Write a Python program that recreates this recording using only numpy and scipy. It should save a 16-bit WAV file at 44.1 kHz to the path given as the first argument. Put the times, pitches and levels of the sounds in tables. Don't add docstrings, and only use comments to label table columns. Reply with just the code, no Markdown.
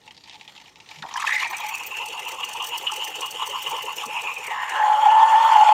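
import sys
import numpy as np
from scipy import signal
from scipy.io import wavfile
from scipy.ndimage import uniform_filter1d

SR = 44100
rng = np.random.default_rng(int(sys.argv[2]) if len(sys.argv) > 2 else 0)


def pcm_store(signal):
    levels = np.round(np.clip(np.atleast_2d(signal), -1, 1) * 32767)
    wavfile.write(sys.argv[1], SR, levels.astype(np.int16).T)


def boost_factor(decibels):
    exponent = np.asarray(decibels, float) / 20
    return 10 ** exponent


N = 252693
T = np.arange(N) / SR
HZ = np.fft.rfftfreq(8192, 1 / SR)

# (time [s], flow level [dB], cavity resonance [Hz])
FLOW = [(0, -63.5, 2900), (0.55, -56.5, 2670), (0.78, -59, 2530), (0.9, -53, 2425), (1.135, -50, 2380),
        (1.17, -31.5, 2272), (1.262, -34.5, 2136), (1.275, -31, 1986), (1.405, -30, 2030),
        (1.425, -34.5, 2250), (1.9, -37, 2683), (3, -36.5, 2900), (3.75, -34, 2929), (4.4, -37.5, 2566),
        (4.52, -34, 1814), (4.71, -32.5, 1772), (4.76, -32.5, 1723), (5.73, -25, 1810)]
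# (begins [s], takes [s], froth [dB], pocket [dB], fizz [dB])
STAGES = [
    (0, 0.01, -15, -4, -4),
    (1.1, 0.12, -32, -9, -10),
    (1.38, 0.12, -19, -6, -11),
    (4.42, 0.1, -22, -1, -17),
    (4.72, 0.03, -12, 3, -17),
]
SETTLES_S, SINKS_S = 1.6, 4.57
# (frequency [Hz], width [Hz], level [dB])
PITCHER_MODES = [(479, 54, -24), (852, 35, -10), (1770, 80, -13), (2050, 35, -7.5), (2900, 87, -4),
                 (4500, 30, -12), (5414, 145, -9), (6200, 62, -5), (7030, 207, -5), (8470, 140, -10),
                 (10900, 150, -37), (11290, 176, -13.5), (12700, 250, -22), (12900, 77, -14),
                 (13500, 360, -34), (14900, 700, -21)]
# (frequency [Hz], density [dB per Hz])
JET_COLOUR = [(150, -55), (250, -107), (872, -7.5), (1550, -26), (2790, -0.5), (4020, -16.5), (15800, -34)]
# (frequency [Hz], density [dB per Hz])
DEEP_COLOUR = [(180, -101), (300, -69), (699, -32), (868, 0), (1210, -26.5), (1600, -36), (1800, -26.5),
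               (2230, -28.5), (3220, -23), (3930, -43), (4340, -29.5), (4880, -36), (7020, -31),
               (15800, -58.5)]

# (centre [s], level [dB], pitch [Hz], length [s])
SPUTTER = [(1.115, -37, 1095, 0.014), (1.145, -30, 1000, 0.0096), (1.16, -24, 990, 0.0088),
           (1.178, -24, 984, 0.011), (1.202, -28.5, 1140, 0.018), (1.225, -24, 1130, 0.01),
           (1.245, -18, 1144, 0.0089), (1.291, -29, 1151, 0.016), (1.424, -28, 1024, 0.022),
           (1.458, -28, 890, 0.028), (1.533, -29, 890, 0.03), (1.602, -30, 901, 0.017)]
# (centre [s], pocket level [dB], cavity level [dB], pocket pitch [Hz], length [s])
SWELLS = [(1.546, -43, -31, 885, 0.029), (1.635, -46, -35, 901, 0.029), (1.719, -34, -38, 950, 0.033),
          (1.81, -39, -37, 952, 0.033), (1.919, -37, -32, 958, 0.026), (2.15, -33, -41, 954, .035),
          (2.34, -33, -42.5, 901, .035), (2.839, -34.5, -45, 870, 0.038), (2.9, -31, -28, 1180, .014),
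          (1.946, -56, -31, 900, 0.023), (2.014, -33.5, -32.5, 950, 0.043), (2.191, -36, -33, 950, 0.03),
          (2.271, -33, -31.5, 912, 0.04), (2.399, -33, -57, 1000, 0.052), (2.434, -40, -28, 1050, 0.02),
          (2.552, -27.5, -40, 884, 0.014), (2.614, -29.5, -29, 956, 0.039), (2.742, -30, -28.5, 900, 0.054),
          (2.881, -39, -30.5, 1100, 0.044), (3.019, -35.5, -28, 950, 0.053), (3.237, -30, -29, 1030, 0.045),
          (3.283, -55, -33.5, 1000, 0.013), (3.417, -29, -30.5, 1060, 0.058),
          (3.554, -26.5, -32, 1010, 0.047), (3.674, -31, -29, 1040, 0.03), (3.732, -27.5, -62, 950, .055),
          (3.787, -29.5, -37, 948, 0.022), (3.89, -29, -35, 980, 0.045), (4.038, -28.5, -56, 1047, 0.022),
          (4.174, -29, -28, 924, 0.061), (4.284, -30.5, -29, 1030, 0.063), (4.37, -39, -29, 1000, 0.015),
          (4.572, -30, -57, 1020, 0.094)]
POCKET_GLIDE, POCKET_LAG_S = 0.052, 0.002787
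# (centre [s], level [dB], length [s])
CAVITY_RINGS = [
    (4.6, -34, 0.11),
    (4.787, -28.5, 0.08),
]
LIFT_ENDS_S, CLIMB, SAG = 3.8, 1.03, .93
# (centre [s], level [dB], pitch [Hz], length [s])
CAVITY_SHOTS = [(1.160, -26, 1750, 0.0062), (1.177, -32, 3040, 0.011), (1.179, -30, 1900, 0.0048),
                (1.204, -33, 2640, 0.0095), (1.226, -26, 1670, .006), (1.268, -31, 3170, .005),
                (1.272, -20.5, 2570, 0.0073), (1.278, -21, 1820, 0.0099), (1.294, -20, 1890, .006),
                (1.302, -28, 1980, .004), (1.311, -22, 1890, 0.016), (1.323, -18.5, 1980, 0.0057),
                (1.328, -20, 1940, 0.01), (1.344, -22, 2080, .008), (1.355, -22, 2100, 0.0088),
                (1.366, -18, 2000, 0.0082), (1.381, -23, 2120, 0.0044), (1.387, -25, 2050, .006),
                (1.399, -24, 2040, 0.0085), (1.41, -27, 2850, 0.0067), (1.431, -24.5, 1800, .004),
                (1.447, -24.5, 2500, 0.0073), (1.466, -29.5, 1906, .012), (1.988, -26, 2760, .006),
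                (2.435, -21.5, 2866, 0.0095), (2.606, -28, 3020, 0.007), (2.873, -19, 2962, .012),
                (4.765, -29, 1757, .012), (4.827, -23.5, 1710, .012)]
# (time [s], level [dB])
BURSTS = [(1.589, -57), (1.781, -56), (1.864, -49), (1.973, -46.5), (2.079, -44), (2.196, -46),
          (2.302, -44.5), (2.441, -51), (2.547, -47.5), (2.665, -44.5), (2.791, -44), (2.945, -42.5),
          (3.06, -44.5), (3.159, -43), (3.207, -54), (3.311, -43.5), (3.471, -40.5), (3.63, -42.5),
          (3.709, -40.5), (3.825, -39.5), (3.949, -46.5), (4.051, -41), (4.216, -44), (4.362, -45),
          (4.454, -44.5), (4.701, -44.5)]
GULP_LAG_S, GULP_S = 0.034, 0.05

# (time [s], pitch [Hz])
SQUEAL_PITCH = [(4.73, 849), (5.0, 850.7), (5.1, 878), (5.3, 890.5), (5.4, 909), (5.47, 884), (5.53, 903.6),
                (5.58, 855), (5.72, 846.6)]
SQUEAL_DB, SQUEAL_WEAK_DB, SQUEAL_GROWS_S = -22.5, -7, 0.2
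# (centre [s], level [dB], length [s])
SURGES = [(4.748, -21, 0.013), (4.801, -16, 0.0079), (4.818, -18.5, 0.014), (4.839, -15.5, .012),
          (4.867, -15, 0.0079), (4.884, -18, 0.012), (4.901, -13, 0.0083), (4.921, -14.5, .012),
          (4.942, -16, 0.0082), (4.96, -26, 0.01), (4.988, -17, .015), (5.014, -20.5, .012),
          (5.034, -12.5, 0.014), (5.066, -9.5, .016), (5.088, -13.5, .017), (5.125, -12, 0.023),
          (5.158, -13, 0.034), (5.19, -14, 0.047), (5.232, -11, 0.024), (5.253, -13, 0.019),
          (5.281, -14.5, 0.022), (5.302, -19, .01), (5.331, -12, 0.037), (5.368, -12, 0.04),
          (5.411, -15, 0.015), (5.426, -13, 0.006), (5.455, -10.5, 0.025), (5.478, -13, .006),
          (5.495, -15, .015), (5.523, -12.5, .018), (5.542, -10.5, .01), (5.562, -6.5, 0.01),
          (5.586, -11, 0.0176), (5.616, -9.5, 0.018), (5.632, -10, 0.0055), (5.648, -12, 0.007),
          (5.672, -11, 0.024), (5.692, -8, 0.0072), (5.704, -17, 0.0042), (5.721, -11.5, .011)]
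# (frequency [Hz], width [Hz], start level [dB], end level [dB])
SQUEAL_SKIRTS = [
    (593.5, 125, -40.5, -44.5),
    (1060, 137, -35.5, -33),
    (1380, 250, -38.5, -35.5),
]

# (centre [s], level [dB], length [s])
BLAST_SPITS = [(1.17, -51, 0.0052), (1.172, -35, 0.0087), (1.204, -36, 0.015), (1.222, -38, 0.0082),
               (1.275, -35, 0.011), (1.297, -44, .006), (1.307, -36.5, 0.011), (1.325, -42, .015),
               (1.345, -46, 0.0092), (1.362, -37, 0.011), (1.384, -42, 0.008), (1.402, -40, 0.0082),
               (1.41, -54, .006), (1.45, -46.5, .006), (1.479, -41, 0.022)]
# (onset [s], top peak level [dB], body level [dB])
PUFFS = [(1.502, -31, -41.5), (1.5671, -39, -40), (1.5801, -40, -41.5), (1.5996, -37, -48),
         (1.663, -40, -43.5), (1.6854, -31, -39), (1.749, -37, -40), (1.779, -38, -43), (1.834, -43, -42.5),
         (1.865, -29, -43), (1.968, -39, -42), (2.057, -40, -40), (2.083, -40.5, -40.5),
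         (2.194, -38, -40.5), (2.2496, -43, -43.5), (2.2815, -32, -41), (2.314, -37.5, -39),
         (2.3443, -50, -42), (2.4028, -47, -49), (2.445, -37, -39), (2.487, -36, -39.5),
         (2.532, -39, -37.5), (2.5671, -43, -41.5), (2.6213, -42, -42), (2.6405, -33, -38),
         (2.665, -29, -37.5), (2.682, -32, -40), (2.7759, -31, -37.5), (2.824, -39, -43.5),
         (2.9166, -41, -35), (2.935, -39, -38.5), (2.96, -34, -39), (3.0411, -32, -39.5),
         (3.0763, -33, -41), (3.1019, -44, -56), (3.1531, -37, -42), (3.2077, -39.5, -37),
         (3.2598, -33, -40.5), (3.3075, -33, -38), (3.4578, -37, -42), (3.469, -33, -39.5),
         (3.494, -36.5, -38.5), (3.622, -32, -40.5), (3.676, -38, -45.5), (3.6913, -30.5, -40),
         (3.71, -38, -39), (3.7647, -47, -45), (3.7766, -41, -46), (3.822, -34, -43.5), (3.851, -42, -43.5),
         (3.9233, -40, -48), (3.9597, -34, -41), (4.033, -40.5, -44), (4.056, -35, -38), (4.2151, -40, -42),
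         (4.3379, -41, -44.5), (4.3817, -43, -43), (4.44, -40, -41), (4.467, -41, -38.5),
         (4.694, -45, -41.5)]
PUFF_LENGTH_S, PUFF_GROWS_S_PER_DB, PUFF_WEAK_DB = .011, .0007, -42
PUFF_TOP_DB, PUFF_BODY_DB, WET_DB = -8, 3, -29
# (frequency [Hz], width [Hz], level [dB])
SPIT_MODES = [(4500, 160, 5.5), (6030, 410, 9.5), (8200, 560, 7), (10330, 880, -5)]
# (frequency [Hz], width [Hz], level [dB])
SPIT_TOP = [(13700, 550, 2), (14350, 800, 24)]

# (onset [s], peak level [dB], sizzle [Hz], decay [s])
TICKS = [(0.016, -43, 3700, 0.006), (0.037, -44, 3560, 0.0078), (0.065, -39, 3900, 0.0069),
         (0.0772, -30.5, 2910, 0.0081), (0.1087, -28.5, 3020, 0.0051), (0.1474, -38, 4650, 0.0068),
         (0.1675, -36, 4640, 0.0042), (0.177, -31, 4580, 0.0052), (0.2089, -40, 4260, 0.0068),
         (0.2384, -35, 4770, 0.0088), (0.258, -38, 3700, 0.0084), (0.275, -33, 2210, 0.006),
         (0.2837, -32, 2900, 0.006), (0.2964, -30, 3620, 0.007), (0.311, -30, 2880, 0.0057),
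         (0.326, -34, 3640, 0.006), (0.3326, -32, 2230, 0.006), (0.3434, -34, 3600, 0.0072),
         (0.3556, -31, 3660, 0.0057), (0.397, -38, 3540, 0.0067), (0.4114, -27, 2170, 0.0065),
         (0.43, -37, 3530, 0.0054), (0.451, -38, 2070, 0.0071), (0.478, -28.5, 3220, 0.0063),
         (0.494, -31, 3220, 0.004), (0.5524, -38, 3540, 0.006), (0.5633, -32, 3530, 0.007),
         (0.578, -29, 3290, 0.006), (0.6006, -35, 2110, 0.0083), (0.614, -36, 2360, 0.009),
         (0.6584, -34, 2940, 0.0076), (0.6806, -36, 2450, 0.006), (0.7577, -33, 2460, 0.0064),
         (0.77, -38, 2470, 0.006), (0.802, -30.5, 2410, 0.0083), (0.8274, -48, 4190, 0.0044),
         (0.8608, -34, 2030, 0.006), (0.8774, -43, 3850, 0.0054), (0.8896, -29.5, 4070, 0.0066),
         (0.9128, -28.5, 2470, 0.009), (0.9597, -29.5, 2700, 0.0079), (0.9872, -30, 2390, 0.0093),
         (1.0237, -18, 3850, 0.0033), (1.063, -30, 2360, 0.006), (1.0884, -23, 2030, 0.0037),
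         (1.1119, -24, 3050, 0.0047), (1.1271, -29, 3330, 0.006), (1.14, -18, 6030, 0.0037)]
# (frequency [Hz], density [dB per Hz])
TICK_COLOUR = [(180, -52), (300, -26), (688, -20), (868, -10.5), (1550, -16.5), (1830, 1), (2680, 3),
               (3740, 1), (4200, -1), (5950, -5.5), (6680, -10), (15800, -35.5)]
TICK_CREST_DB, TICK_WIDTH_HZ = -10, 1300
TICK_BROAD_DB, TICK_RING_DB = -2, -6.5

# (centre [s], level [dB], start pitch [Hz], end pitch [Hz], length [s])
PLOPS = [
    (1.029, -33.5, 1700, 800, 0.0041),
    (1.033, -38, 1790, 1480, 0.0098),
    (1.041, -33, 945, 800, 0.0085),
    (1.053, -31.5, 837, 860, 0.0084),
    (1.064, -40, 940, 900, .004),
    (1.071, -35.5, 900, 880, .004),
    (1.092, -37, 1090, 890, .006),
    (1.128, -35, 1110, 1000, .005),
]
# (centre [s], level [dB], length [s])
THUMPS = [
    (1.02, -49, 0.07),
    (3.686, -56, 0.046),
    (4.07, -50, 0.031),
]
# (time [s], level [dB])
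KNOCKS = [
    (0.965, -44),
    (3.68, -57),
    (4.052, -56),
]
# (frequency [Hz], density [dB per Hz])
KITCHEN_COLOUR = [(12, -63), (20, -19), (107, 4.5), (510, -1), (844, -11.5), (1520, -30), (3810, -31),
                  (15800, -35)]
KITCHEN_DB = -61.5


def jet():
    cavity_db, cavity_hz = columns(FLOW)
    froth_db, pocket_db, fizz_db = cavity_db + np.array(stage_mix())
    steady = np.clip((T - SETTLES_S) / 0.094, 0, 1)
    deep = np.clip((T - SINKS_S) / 0.38, 0, 1)

    steel = modes(PITCHER_MODES, HZ)
    clearing_gain = np.sqrt(boost_factor(read(TICK_COLOUR, HZ)) ** 2 + boost_factor(9) * steel)
    shallow_gain = np.sqrt(steel + boost_factor(read(JET_COLOUR, HZ) - 3.5) ** 2)
    deep_gain = np.sqrt(boost_factor(-40.0) * steel + boost_factor(np.minimum(read(DEEP_COLOUR, HZ), -15)) ** 2)
    stages = [(1 - steady, clearing_gain), (steady - deep, shallow_gain), (deep, deep_gain)]

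    grainy = np.interp(T, [1., 1.15, 1.5, 4.4, 4.55], [.4, .92, .75, .65, .35])
    unsteady = wander(N, 72).real
    drive = grainy * bubbles(per_s=200, cycles=9.8, spread_db=4.0)
    drive += np.sqrt(1 - grainy ** 2) * rng.standard_normal(N)
    drive *= boost_factor((5.0 - 1.85 * steady - 1.3 * deep) * unsteady)

    cavity_open = np.interp(T, [1.1, 1.25, 4.85, 5.], [0, 1, 1, 0])
    cavity = ring(cavity_hz * (1 + .025 * wander(N, 25).real), 480, 0)
    out = boost_factor(cavity_db - 3.0 + 3.4 * unsteady) * cavity_open * causal(cavity, band(1130, 3400))
    middle_db = cavity_db - 5.5 - 0.8 * cavity_open * (1 - steady)
    bands = [(froth_db, 280, 680), (pocket_db, 680, 1450), (middle_db, 1450, 3900), (fizz_db, 3900, 17000)]
    for db, lo, hi in bands:
        out += boost_factor(db) * sum(share * evened(causal(drive, gain * band(lo, hi))) for share, gain in stages)
    return out


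def stage_mix():
    begins, takes, *levels = np.transpose(STAGES)
    curves = []
    for db in levels:
        steps = zip(np.diff(db), begins[1:], takes[1:])
        curves.append(db[0] + sum(step * np.clip((T - s) / d, 0, 1) for step, s, d in steps))
    return curves


def bubbles(per_s, cycles, spread_db):
    out = np.zeros(N)
    for hz in np.geomspace(300, 16000, 28):
        t = np.arange(round(3 * cycles * SR / hz ** 0.768 / 8)) / SR
        fade = t / t[-1] * 3
        drop = fade * np.exp(-2 * fade) * np.sin(2 * np.pi * hz * t * (1 + .015 * fade))
        clicks = crackle(per_s * hz / 3000, spread_db)
        out += np.sqrt(hz) * evened(signal.oaconvolve(clicks, drop)[:N])
    return evened(out)


def churned(x, patchy_db):
    z = signal.stft(x, nperseg=512, noverlap=384)[2]
    patches = uniform_filter1d(rng.standard_normal(z.shape), 5, 0)
    patches = evened(uniform_filter1d(patches, 16, 1))
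    return signal.istft(z * boost_factor(patchy_db * patches), nperseg=512, noverlap=384)[1][:len(x)]


def squeal():
    hz, = columns(SQUEAL_PITCH)
    starts = SQUEAL_PITCH[0][0]
    on = np.clip((T - starts) / 0.045, 0, 1)
    db = SQUEAL_DB + SQUEAL_WEAK_DB * np.exp(-np.maximum(T - starts, 0) / SQUEAL_GROWS_S)
    surges = humps(*np.transpose(SURGES), stretch=1.81, skew=1.0, blunt=0.52)
    height = np.hypot(boost_factor(db - 3.0), surges)

    waver_hz = 33 * wander(N, 170).real
    unsteady = 1 + 0.14 * wander(N, 90) + 0.1 * wander(N, 450)
    swing = evened(unsteady * np.exp(2j * np.pi * np.cumsum(hz + waver_hz) / SR))
    tone = causal(on * height * evened(swing.real), band(585, 1340))
    for f, width, start_db, end_db in SQUEAL_SKIRTS:
        skirt_db = np.interp(T, [starts, T[-1]], [start_db, end_db])
        tone = tone + on * boost_factor(skirt_db) * ring(np.full(N, f), width, 0)

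    wide = np.interp(T, [4.95, 5.15, 5.52, 5.62], [0, 1, 1, .2])
    octave = evened((swing * swing).real)
    return tone + causal(wide * boost_factor(-34.0) * octave, band(1580, 2100))


def rings():
    flow_s, _, flow_hz = np.transpose(FLOW)
    swelling = [(s, db, hz, hz, size) for s, db, hz, size in SPUTTER]
    for s, db, _, hz, size in SWELLS:
        swelling.append((s + POCKET_LAG_S, db, hz * (1 - POCKET_GLIDE), hz * (1 + POCKET_GLIDE), size))
    low = pockets(swelling, width_hz=302, steady=0.033, stretch=2.0, skew=1.2)

    shaken = []
    for s, db, size in CAVITY_RINGS + [(s, db, size) for s, _, db, _, size in SWELLS]:
        hz = np.interp(s, flow_s, flow_hz)
        shaken.append((s, db, hz * .98, hz * (CLIMB if s < LIFT_ENDS_S else SAG), size))
    high = pockets(shaken, width_hz=247, steady=0.58, stretch=1.7, skew=0.77)
    shots = [(s, db, hz, hz, size) for s, db, hz, size in CAVITY_SHOTS]
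    high += pockets(shots, width_hz=300, steady=0.77, stretch=1.7, skew=.7)

    closing = [(s + GULP_LAG_S, db, 470, 490, GULP_S) for s, db in BURSTS]
    gulps = pockets(closing, width_hz=168, steady=0.047, stretch=1.9, skew=0.98)
    return causal(low, band(788, 1385)) + causal(high, band(1365, 4020)) + gulps


def pockets(table, width_hz, steady, stretch, skew):
    out = np.zeros(N)
    for s, db, start_hz, end_hz, length in table:
        size = round(stretch * length * SR)
        tone = ring(np.linspace(start_hz, end_hz, size), width_hz, steady)
        add(out, s - size / SR * .5 ** (1 / skew), boost_factor(db) * tone * swell(size, skew))
    return out


def spits():
    rows = [(s, db + WET_DB, db, size) for s, db, size in BLAST_SPITS]
    for s, top, body in PUFFS:
        size = PUFF_LENGTH_S + PUFF_GROWS_S_PER_DB * max(top - PUFF_WEAK_DB, 0)
        rows.append((s + size / 3, top + PUFF_TOP_DB, body + PUFF_BODY_DB, size))
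    s, top_db, body_db, length = np.transpose(rows)
    hiss = boost_factor(3.0 * wander(N, 200).real) * rng.standard_normal(N)
    upper = evened(causal(hiss, np.sqrt(modes(SPIT_TOP, HZ)) * band(13300, 15600)))
    lower = evened(causal(hiss, np.sqrt(modes(SPIT_MODES, HZ)) * band(3800, 12500)))
    return humps(s, top_db, length, 1.5, .95) * upper + humps(s, body_db, length, 1.3, .95) * lower


def dribble():
    clicks = crackle(per_s=6800, spread_db=3.5)
    broad = evened(causal(clicks, boost_factor(read(TICK_COLOUR, HZ)) * band(0, 10000)))
    sizzle, shape = np.zeros(N), np.zeros(N)
    t = np.arange(2000) / SR
    for s, db, hz, decay in TICKS:
        fade = boost_factor(db + TICK_CREST_DB) * np.minimum(t / .001, 1) * np.exp(-t / max(decay, 1e-3))
        falling_hz = hz * (1 - 8 * np.minimum(t, .02))
        add(sizzle, s - .001, fade * ring(falling_hz, TICK_WIDTH_HZ, 0.22))
        add(shape, s - .001, fade)
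    hits = shape * rng.standard_normal(N)
    pitcher = causal(hits, np.sqrt(modes([(880, 85, 0)], HZ)) * band(704, 1050))
    pitcher = evened(pitcher) * np.std(hits)
    return causal(sizzle, band(2150, 10700)) + boost_factor(TICK_BROAD_DB) * shape * broad + boost_factor(TICK_RING_DB) * pitcher


def plops_and_puffs():
    rumble = evened(causal(rng.standard_normal(N), band(140, 260)))
    plop = pockets(PLOPS, width_hz=250, steady=0.6, stretch=1.9, skew=0.6)
    return plop + rumble * humps(*np.transpose(THUMPS), stretch=1.226, skew=0.71)


def knock():
    out, t = np.zeros(N), np.arange(4500) / SR
    thud = np.sin(2 * np.pi * 155 * t) * signal.windows.tukey(len(t), .4) * boost_factor(-150 * t)
    for s, db in KNOCKS:
        add(out, s, boost_factor(db) * thud)
    return out


def walls(x):
    taps, at = np.zeros(SR // 2), np.arange(200, SR // 2 - 22, 22)
    taps[at + rng.integers(0, 22, len(at))] = rng.choice([-1., 1.], len(at))
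    taps *= boost_factor(-60 * np.arange(len(taps)) / SR / 0.23)
    return signal.fftconvolve(x, taps / np.linalg.norm(taps))[:N]


def kitchen():
    noise = causal(rng.standard_normal(N + 4096), boost_factor(read(KITCHEN_COLOUR, HZ)))[4096:]
    return boost_factor(KITCHEN_DB) * evened(noise)


def evened(x):
    return x / np.sqrt(np.mean(abs(x) ** 2) + 1e-20)


def read(points, hz):
    f, value = np.transpose(points)
    return np.interp(np.log(hz + 1), np.log(f + 1), value)


def columns(rows):
    s, *rest = np.transpose(rows)
    return [np.interp(T, s, c) for c in rest]


def add(mix, s, sound):
    part = mix[max(round(s * SR), 0):][:len(sound)]
    part += sound[:len(part)]


def wander(size, width_hz):
    r = np.exp(-np.pi * width_hz / SR)
    z = rng.standard_normal((size + 2000, 2)) @ [1, 1j]
    return evened(signal.lfilter([1], [1, -2 * r, r * r], z)[2000:])


def ring(hz, width_hz, steady):
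    z = wander(len(hz), width_hz)
    z = z / abs(z) ** np.clip(steady, 0, 1)
    return evened((z * np.exp(2j * np.pi * np.cumsum(hz) / SR)).real)


def modes(table, hz):
    return sum(boost_factor(db) ** 2 / (1 + (2 * (hz - f) / w) ** 2) for f, w, db in table)


def band(lo_hz, hi_hz):
    return 1 / np.sqrt((1 + (lo_hz / (HZ + 1)) ** 16) * (1 + (HZ / hi_hz) ** 16))


def causal(x, gain):
    log_gain = np.log(np.maximum(gain / gain.max(), 1e-5))
    circle = np.concatenate([log_gain, log_gain[-2:0:-1]])
    taps = np.fft.ifft(np.exp(np.conj(signal.hilbert(circle)))).real[:4096]
    return signal.oaconvolve(x, taps)[:len(x)]


def crackle(per_s, spread_db):
    size = boost_factor(spread_db * np.minimum(rng.exponential(1, N), 3.3)) * rng.standard_normal(N)
    return evened(size * (rng.random(N) < per_s / SR))


def swell(size, skew):
    return np.sin(np.pi * np.linspace(0, 1, size) ** skew) ** 2


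def humps(times, levels_db, lengths, stretch, skew, blunt=1):
    power = np.zeros(N)
    for s, db, length in zip(times, levels_db, lengths):
        size = round(stretch * length * SR)
        add(power, s - size / SR * .5 ** (1 / skew), (boost_factor(db) * swell(size, skew) ** blunt) ** 2)
    return np.sqrt(power)


def scene():
    steam = churned(jet(), patchy_db=2.6) + spits() + squeal() + rings()
    near = causal(steam + dribble(), band(300, 19000)) + knock() + plops_and_puffs()
    return (near + boost_factor(-12.0) * walls(near) + kitchen())[None]


def band_limit(x):
    return signal.sosfilt(signal.butter(12, 15840, fs=SR, output="sos"), x)


def record(dry):
    mix = dry * np.minimum((T[-1] - T) / .004, 1)
    return band_limit(mix)


dry = scene()
out = record(dry)
pcm_store(out)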